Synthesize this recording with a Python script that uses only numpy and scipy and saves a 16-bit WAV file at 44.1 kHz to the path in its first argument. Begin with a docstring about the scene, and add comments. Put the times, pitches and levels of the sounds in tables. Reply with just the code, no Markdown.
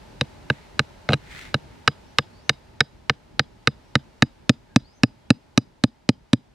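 """An open field with sandy ground: a steel hammer drives a thin wooden stake close to the microphones.
Each blow sums decaying wood modes, fibre noise, a low soil thump, a faint steel note and an outdoor echo;
as the stake seats, the thump grows deep and firm. One blow glances off and stutters with a noisy skid.
A sleeve rubs (noise shaped by arm speed), small birds whistle far away (gliding sines), and a light
breeze (filtered noise) lies around it all."""
import sys
import numpy as np
from scipy import signal
from scipy.fft import rfft, irfft, next_fast_len
from scipy.io import wavfile
from scipy.ndimage import uniform_filter1d, minimum_filter1d, map_coordinates

SR = 44100
rng = np.random.default_rng(int(sys.argv[2]) if len(sys.argv) > 2 else 0)


def put_to_file(sound):
    """Save the sound as 16-bit audio at rate SR, in the file named by the first command-line argument."""
    columns = np.atleast_2d(sound).T  # one column per channel
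    safe = np.clip(columns, -1, 1)
    whole_steps = np.round(safe * 32767)
    wavfile.write(sys.argv[1], SR, whole_steps.astype(np.int16))


N = 288414
T = np.arange(int(.3 * SR)) / SR  # time within one blow, s

# breeze: t/s, rumble level before trim/dB, hiss level before trim/dB
BREEZE = [(0.0, -50, -56), (1.64, -50, -56), (3.01, -56, -63), (3.79, -54.5, -61.5), (6.54, -61, -67.5)]
# spectra of the breeze, before scaling to rms 1: f/Hz, level/dB
RUMBLE_SPECTRUM = [(15, -38), (25, -7.5), (43, 4), (75, 2), (147, -2), (403, -10), (492, -39), (600, -11),
                   (780, -45.5), (1320, -120)]
HISS_SPECTRUM = [(240, -30), (400, -5), (510, -6.5), (630, -5.5), (768, -8.5), (854, -1.5), (1160, -14),
                 (1210, -11.5), (2060, -14), (3340, -18), (4330, -18.5), (13100, -36.5), (15000, -49.5)]
# stereo width of breeze and cloth: f/Hz, side minus mid level/dB
STEREO_WIDTH = [(60, -20.5), (180, -1), (550, -0.5), (1650, -2), (4970, -3), (15000, 0)]
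# hammer contacts: t/s, force level/dB, squareness of the hit/dB, extra clack of the shaft/dB
HAMMER_BLOWS = [(0.2098, -1, 1, -6), (0.4997, 0.5, -4, 3), (0.7926, -1, 4, 1), (1.0889, 2, -9.5, 0),
                (1.1028, -7, -12, -2), (1.121, -7.5, -7.5, -6), (1.132, 2, -0.5, -5),
                (1.1382, -10, 4, -3.5), (1.542, 0, -1, -2), (1.876, 1.5, 0.5, 3), (2.1844, -0.5, 2.5, -1.5),
                (2.4932, -1.5, 4.5, -1), (2.8049, 0, 1, 1.5), (3.0957, 0, -3, 0.5), (3.3936, -0.5, -1, -1),
                (3.672, 0.5, -1, 0.5), (3.953, 0.5, -2, 0.5), (4.2218, 1.5, -1, 1), (4.4935, 1, -1, -2),
                (4.7596, 1, -0.6, 0), (5.0332, 0.6, -0.5, 1), (5.3034, 1.5, -1, 0), (5.5753, -1, 2, -1),
                (5.8372, -0.5, -1.2, -1.5), (6.0895, -1, -1.5, -2.5), (6.331, 0.5, -2.5, -3.5)]
# mean levels in a blow: gripped at the top/dB, free and loose/dB, seated/dB, gain per dB of squareness/dB
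# rows: thump of the soil, then knock, clack, snap and edge of the wood
BLOW_VOICES = [(-18, -21.5, -8, 0), (-23, -22.5, -22, 0), (-16, -13, -19.5, 0.57),
               (-18.5, -13.5, -17.2, 1.03), (-34.5, -28, -25.5, 1.68)]
# borders of the knock, clack, snap and edge registers of the wood: f/Hz
REGISTER_EDGES = [350, 1000, 2300, 5200, 15000]
# stake modes: mean f/Hz, t60 in loose soil/s, level gripped/dB, level free and loose/dB, level seated/dB
STAKE_MODES = [(469, 0.033, -5.5, -7.5, -8), (574.7, 0.026, -4.5, -11.5, -3.5),
               (756, 0.023, -24, -11.5, -12.5), (834, 0.02, -10.5, -13.5, -11.5),
               (1257, 0.017, -1.5, -5.5, -5.5), (1573, .016, 0.5, 0, -9), (1743, 0.017, -6.5, -1, -5),
               (2143, 0.013, -7, -4.5, -12.5), (2558, 0.017, -4, -11.5, -4), (2888, 0.012, 4, 0, -5),
               (3562, 0.011, -13.5, -10, -4), (3867, .021, -5, -7, -8.5), (3973, 0.017, 2.5, -5, -3),
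               (4340, 0.007, -7, -22, 4), (4898, 0.018, -13, -11.5, -11.5), (5618, 0.014, -10, -10, -5),
               (6467, 0.013, -29, -15.5, -11), (6814, 0.014, -25.5, -20, -10.5),
               (7700, .016, -26.5, -22, -15), (8376, 0.013, -15, -21, -11.5),
               (9305, 0.0092, -15, -26.5, -18), (10400, 0.019, -32, -26, -29.5)]
# crunch of the wood fibres: f/Hz, level/dB
FIBRE_SPECTRUM = [(400, -2.5), (1000, -6.5), (1800, -6), (4000, 0.5), (7000, -12), (11000, -24.5),
                  (16000, -37)]
# the stake swaying in loose and in firm soil: f/Hz, t60/s, level/dB
LOOSE_SOIL_MODES = [(141, 0.054, 3.5), (213, 0.054, -4), (299.3, 0.077, -4), (75.36, 0.079, -5.5)]
FIRM_SOIL_MODES = [(120, 0.051, -8), (245.1, 0.024, 5), (300, 0.034, -17), (92, .06, -30.5)]
# answer of the grass and bushes: f/Hz, level/dB
FOLIAGE_SPECTRUM = [(60, 3.5), (200, 5), (500, 0.5), (1500, -5.5), (2600, -6.5), (3350, 8), (4100, -2.5),
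                    (5600, -4), (7000, -0.5), (14000, -9)]
# arm movements: t of fastest motion/s, speeding up/s, slowing down/s, level/dB
ARM_REACHES = [(.53, 0.044, 0.11, -53), (1.41, 0.14, 0.087, -43.5), (1.73, 0.066, .11, -63)]
# rubbing cloth, before scaling to rms 1: f/Hz, level/dB
CLOTH_SPECTRUM = [(500, -27.5), (900, -13), (1300, -5), (2100, 3), (2800, -5.5), (4000, -7), (5000, -13.5),
                  (7600, -17.5), (11000, -25.5), (15000, -32)]
# colour of the skid, before scaling to rms 1: f/Hz, level/dB
SKID_SPECTRUM = [(80, -7), (250, 9), (450, -12), (750, 4.5), (1100, -42), (2600, -15), (4200, -25.5),
                 (8000, -35), (15000, -56.5)]
# bird whistles: t/s, length/s, start f/Hz, end f/Hz, level before foliage and direct share/dB
BIRD_WHISTLES = [(2.02, .12, 5270, 6000, -66), (2.289, 0.15, 3900, 5280, -62.5),
                 (2.423, .07, 5600, 6286, -65), (3.81, 0.1, 5150, 5960, -68),
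                 (4.642, 0.12, 1850, 1514, -63), (4.778, .16, 3650, 5380, -60),
                 (4.921, .075, 5830, 6230, -64), (5.202, 0.074, 3240, 3350, -70)]

GUST_DB = 2  # depth of the rumble's unevenness
RELEASE_S = 1.7  # the hand lets go of the top of the stake
SEAT_S, SEAT_SPAN_S = 4.22, .21  # the stake bites into firm soil around this time, over about this span
CONTACT_S = 0.00082  # the hammer face sinks into the end grain
HAMMER_HZ, HAMMER_T60_S = 4930, .22  # the head's ring in the hand's grip
# level on a square hit at 0 dB force, change while the stake is gripped, loss per dB off square
RING_DB, RING_GRIPPED_DB, RING_LOSS = -50.5, -15, 3.7
SKID_S, SKID_LENGTH_S, SKID_ATTACK_S, SKID_T60_S, SKID_DB = 1.094, .04, .003, .04, -26.5
TOP_HZ = 16300  # band limit of the microphone channel


def amp(db):
    """Decibels to gain."""
    return 10 ** (np.asarray(db) / 20)


def unit(x):
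    """Scaled to rms 1."""
    return x / np.sqrt(np.mean(x ** 2) + 1e-20)


def burst(x):
    """Scaled to the energy of a hundredth of a second at rms 1."""
    return x / np.sqrt(np.sum(x ** 2) / (SR / 100) + 1e-20)


def curves(rows):
    """One value per sample for each column after the time."""
    s, *columns = np.transpose(rows)
    return [np.interp(np.arange(N) / SR, s, column) for column in columns]


def wobble(rate):
    """A smooth random curve, rate knots a second."""
    knots = rng.standard_normal(int(N * rate / SR) + 4)
    return map_coordinates(knots, [np.arange(N) * rate / SR])


def coloured(x, points):
    """x through a spectrum of (Hz, dB) points on a log frequency axis."""
    n = x.shape[-1]
    m = next_fast_len(n + SR // 10)
    hz, db = np.transpose(points)
    log_hz = np.log(np.fft.rfftfreq(m, 1 / SR) + 1)
    gain = amp(np.interp(log_hz, np.log(hz), db))
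    return irfft(rfft(x, m) * gain, m)[..., :n]


def rush(spectrum):
    """Stereo noise of rms 1, alike in both channels in the bass and wider in the treble."""
    mid, side = coloured(rng.standard_normal((2, N)), spectrum)
    side = coloured(side, STEREO_WIDTH)
    return unit(np.array([mid + side, mid - side]))


def add(track, s, sound):
    """Mixes a sound into the track at time s."""
    start = max(round(s * SR), 0)
    part = track[..., start:start + sound.shape[-1]]
    part += sound[..., :part.shape[-1]]


def air(rumble_trim_db=1, hiss_trim_db=4.5):
    """A light, fading breeze: turbulent air as uneven low noise under the more even hiss of the field."""
    rumble_db, hiss_db = curves(BREEZE)
    rumble_gain = amp(rumble_db + rumble_trim_db + GUST_DB * wobble(14))
    hiss_gain = amp(hiss_db + hiss_trim_db + .5 * wobble(2.2))
    return rumble_gain * rush(RUMBLE_SPECTRUM) + hiss_gain * rush(HISS_SPECTRUM)


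def seating(s):
    """How firmly the soil holds the stake at time s, from 0 (loose) to 1 (seated)."""
    return 1 / (1 + np.exp((SEAT_S - s) / SEAT_SPAN_S))


def voices(gripped, seat, force_db, square_db):
    """Seating shifts the balance of wood and soil energy; a square hit is brighter than a glancing one."""
    gripped_db, free_db, firm_db, brightening = np.transpose(BLOW_VOICES)
    loose_db = gripped_db if gripped else free_db
    energy = (1 - seat) * amp(loose_db) ** 2 + seat * amp(firm_db) ** 2
    return 10 * np.log10(energy) + force_db + brightening * square_db


def head_ring(gripped, force_db, square_db):
    """Level of the steel's ring: weaker on a glancing hit and while the stake is gripped."""
    return RING_DB + force_db + RING_LOSS * min(square_db, 0) + RING_GRIPPED_DB * gripped


def wood(gripped, seat, levels_db, damping=0.092, attack_cycles=0.98, crunch_db=1, crunch_t60=.011,
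         scatter_db=2.0, detune=0.021):
    """The stake's short ring and the crunch of its fibres; the hand and the soil each favour other modes."""
    hz, t60, gripped_db, free_db, firm_db = np.transpose(STAKE_MODES)[:, :, None]
    level, pitch, phase = rng.standard_normal((3, len(STAKE_MODES), 1))
    loose_db = gripped_db if gripped else free_db
    life = 1 - np.clip(damping * seat, 0, .8)  # firm soil shortens the ring
    mode_db = loose_db + seat * (firm_db - loose_db) + scatter_db * level
    decay = amp(mode_db - 60 * T / (t60 * life))
    swell = 1 - np.exp(-T * hz / attack_cycles)  # high modes speak first
    tones = np.sin(2 * np.pi * (hz * (1 + detune * pitch) * T + phase))
    ring = np.sum(decay * swell * tones, 0)
    fibres = unit(coloured(rng.standard_normal(len(T)), FIBRE_SPECTRUM))
    crunch = fibres * amp(crunch_db - 60 * T / (crunch_t60 * life))
    crack = (ring + crunch) * (1 - np.exp(-(T / CONTACT_S) ** 2))
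    # the angle of the hammer face shares the energy out among the registers
    blow = np.zeros(len(T))
    for low_hz, high_hz, db in zip(REGISTER_EDGES, REGISTER_EDGES[1:], levels_db):
        band = signal.butter(3, (low_hz, high_hz), "band", fs=SR, output="sos")
        blow += amp(db) * burst(signal.sosfilt(band, crack))
    return blow


def soil(seat, lag=.0024, rise=0.0038, slip_share=0.63, slip_delay=.0082):
    """The push reaches the ground late and swells into a low thump; a loose stake slips and lands again."""
    modes = (1 - seat) * np.array(LOOSE_SOIL_MODES) + seat * np.array(FIRM_SOIL_MODES)
    t = np.maximum(T - lag - np.array([[0], [slip_delay]]), 0)  # rows: push, landing
    sway = np.zeros_like(t)
    for k, (hz, t60, db) in enumerate(modes):
        sway += (-1) ** k * amp(db - 60 * t / t60) * np.sin(2 * np.pi * hz * t)
    push, landing = sway * (1 - np.exp(-t / rise))
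    return -burst(push + slip_share * (1 - seat) ** 3 * landing)


def hammer(split_hz=21, twin_db=-10):
    """The steel head rings on faintly with one high note, beating against a close twin."""
    note = np.sin(2 * np.pi * HAMMER_HZ * T)
    twin = amp(twin_db) * np.sin(2 * np.pi * ((HAMMER_HZ + split_hz) * T + rng.random()))
    return np.sqrt(2) * amp(-60 * T / HAMMER_T60_S) * (note + twin)


def field(blow, near_db=-44, near_t60=0.15, far_db=-45, far_t60=.15):
    """Grass scatters a little of the blow at once; the bushes answer later."""
    far_delay = .036  # s
    near = amp(near_db) * unit(amp(-60 * T / near_t60))
    far = amp(far_db) * unit((T > far_delay) * amp(-60 * np.abs(T - far_delay) / far_t60))
    scatter = unit(coloured(rng.standard_normal((3, len(T))), FOLIAGE_SPECTRUM))
    stereo = unit(scatter[:2] + 2 * scatter[2])  # the third noise is shared by both channels
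    tail = stereo * np.hypot(near, far) / np.sqrt(len(T))
    return signal.fftconvolve(blow[None], tail, axes=1)


def hammering(lean_db=0.66, lag=.000016):
    """Every blow excites wood, soil and steel together, a little right of centre."""
    direct, echo = np.zeros(N), np.zeros((2, N))
    for s, force_db, square_db, shaft_db in HAMMER_BLOWS:
        gripped, seat = s < RELEASE_S, seating(s)
        thump_db, knock_db, clack_db, snap_db, edge_db = voices(gripped, seat, force_db, square_db)
        ring_db = head_ring(gripped, force_db, square_db)
        wood_db = knock_db, clack_db + shaft_db, snap_db, edge_db
        blow = wood(gripped, seat, wood_db) + amp(thump_db) * soil(seat) + amp(ring_db) * hammer()
        add(direct, s, blow)
        add(echo, s, field(blow))
    m = next_fast_len(N + SR // 10)
    hz = np.fft.rfftfreq(m, 1 / SR)
    side = np.array([[-1], [1]])  # left, right
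    # the right microphone hears it earlier and, above the bass, slightly louder
    level = amp(side * lean_db * hz / (hz + 500))
    advance = np.exp(1j * np.pi * hz * lag * side)
    return irfft(rfft(direct, m) * level * advance, m)[:, :N] + echo


def sleeve(swell_db=1, catch_db=2):
    """Cloth rubs in small uneven catches, swelling and fading with the speed of the arm."""
    t = np.arange(N) / SR
    motion = np.zeros(N)
    for s, rise, fall, db in ARM_REACHES:
        motion += amp(db) * np.exp(-((t - s) / np.where(t < s, rise, fall)) ** 2)
    unevenness = amp(swell_db * wobble(20) + catch_db * wobble(300))
    return motion * unevenness * rush(CLOTH_SPECTRUM)


def skid(catch_db=3):
    """Steel catches and slips on the wood many times in a few hundredths of a second."""
    t = np.maximum(np.arange(N) / SR - SKID_S, 0)
    attack = 1 - np.exp(-t / SKID_ATTACK_S)
    contact = attack * amp(-60 * np.maximum(t - SKID_LENGTH_S, 0) / SKID_T60_S)
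    catches = rng.standard_normal(N) * amp(catch_db * wobble(440))
    return amp(SKID_DB) * contact * unit(coloured(catches, SKID_SPECTRUM))


def bird(smear_t60=.14, direct=.5):
    """Thin gliding whistles, mostly rising, raspy and blurred by the foliage they pass through."""
    unsteady = 1 + .012 * wobble(60) + .022 * wobble(900)  # slow waver and fast rasp of the pitch
    song = np.zeros(N)
    for s, length, start_hz, end_hz, db in BIRD_WHISTLES:
        u = np.linspace(0, 1, int(length * SR))
        hz = (start_hz + (end_hz - start_hz) * u) * unsteady[int(s * SR):][:len(u)]
        swell = np.sqrt(np.abs(np.sin(np.pi * u ** 1.5)))
        add(song, s, amp(db) * swell * np.sin(2 * np.pi * np.cumsum(hz) / SR))
    leaves = unit(rng.standard_normal((2, len(T))) * amp(-60 * T / smear_t60)) / np.sqrt(len(T))
    return direct * song + signal.fftconvolve(song[None], leaves, axes=1)[:, :N]


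def scene():
    """The hammering close by, in front of the quiet field."""
    return air() + hammering() + sleeve() + skid() + bird()


def record(dry, ceiling=0.93):
    """A fast limiter holds down the highest peaks; the microphone channel ends at its band limit."""
    size = SR // 2500  # 0.4 ms
    needed = np.minimum(1, ceiling / (np.abs(dry).max(0) + 1e-9))
    limited = dry * uniform_filter1d(minimum_filter1d(needed, size), size)
    m = next_fast_len(N + SR // 10)
    passed = np.fft.rfftfreq(m, 1 / SR) < TOP_HZ
    return irfft(rfft(limited, m) * passed, m)[:, :N]


dry = scene()
out = record(dry)
put_to_file(out)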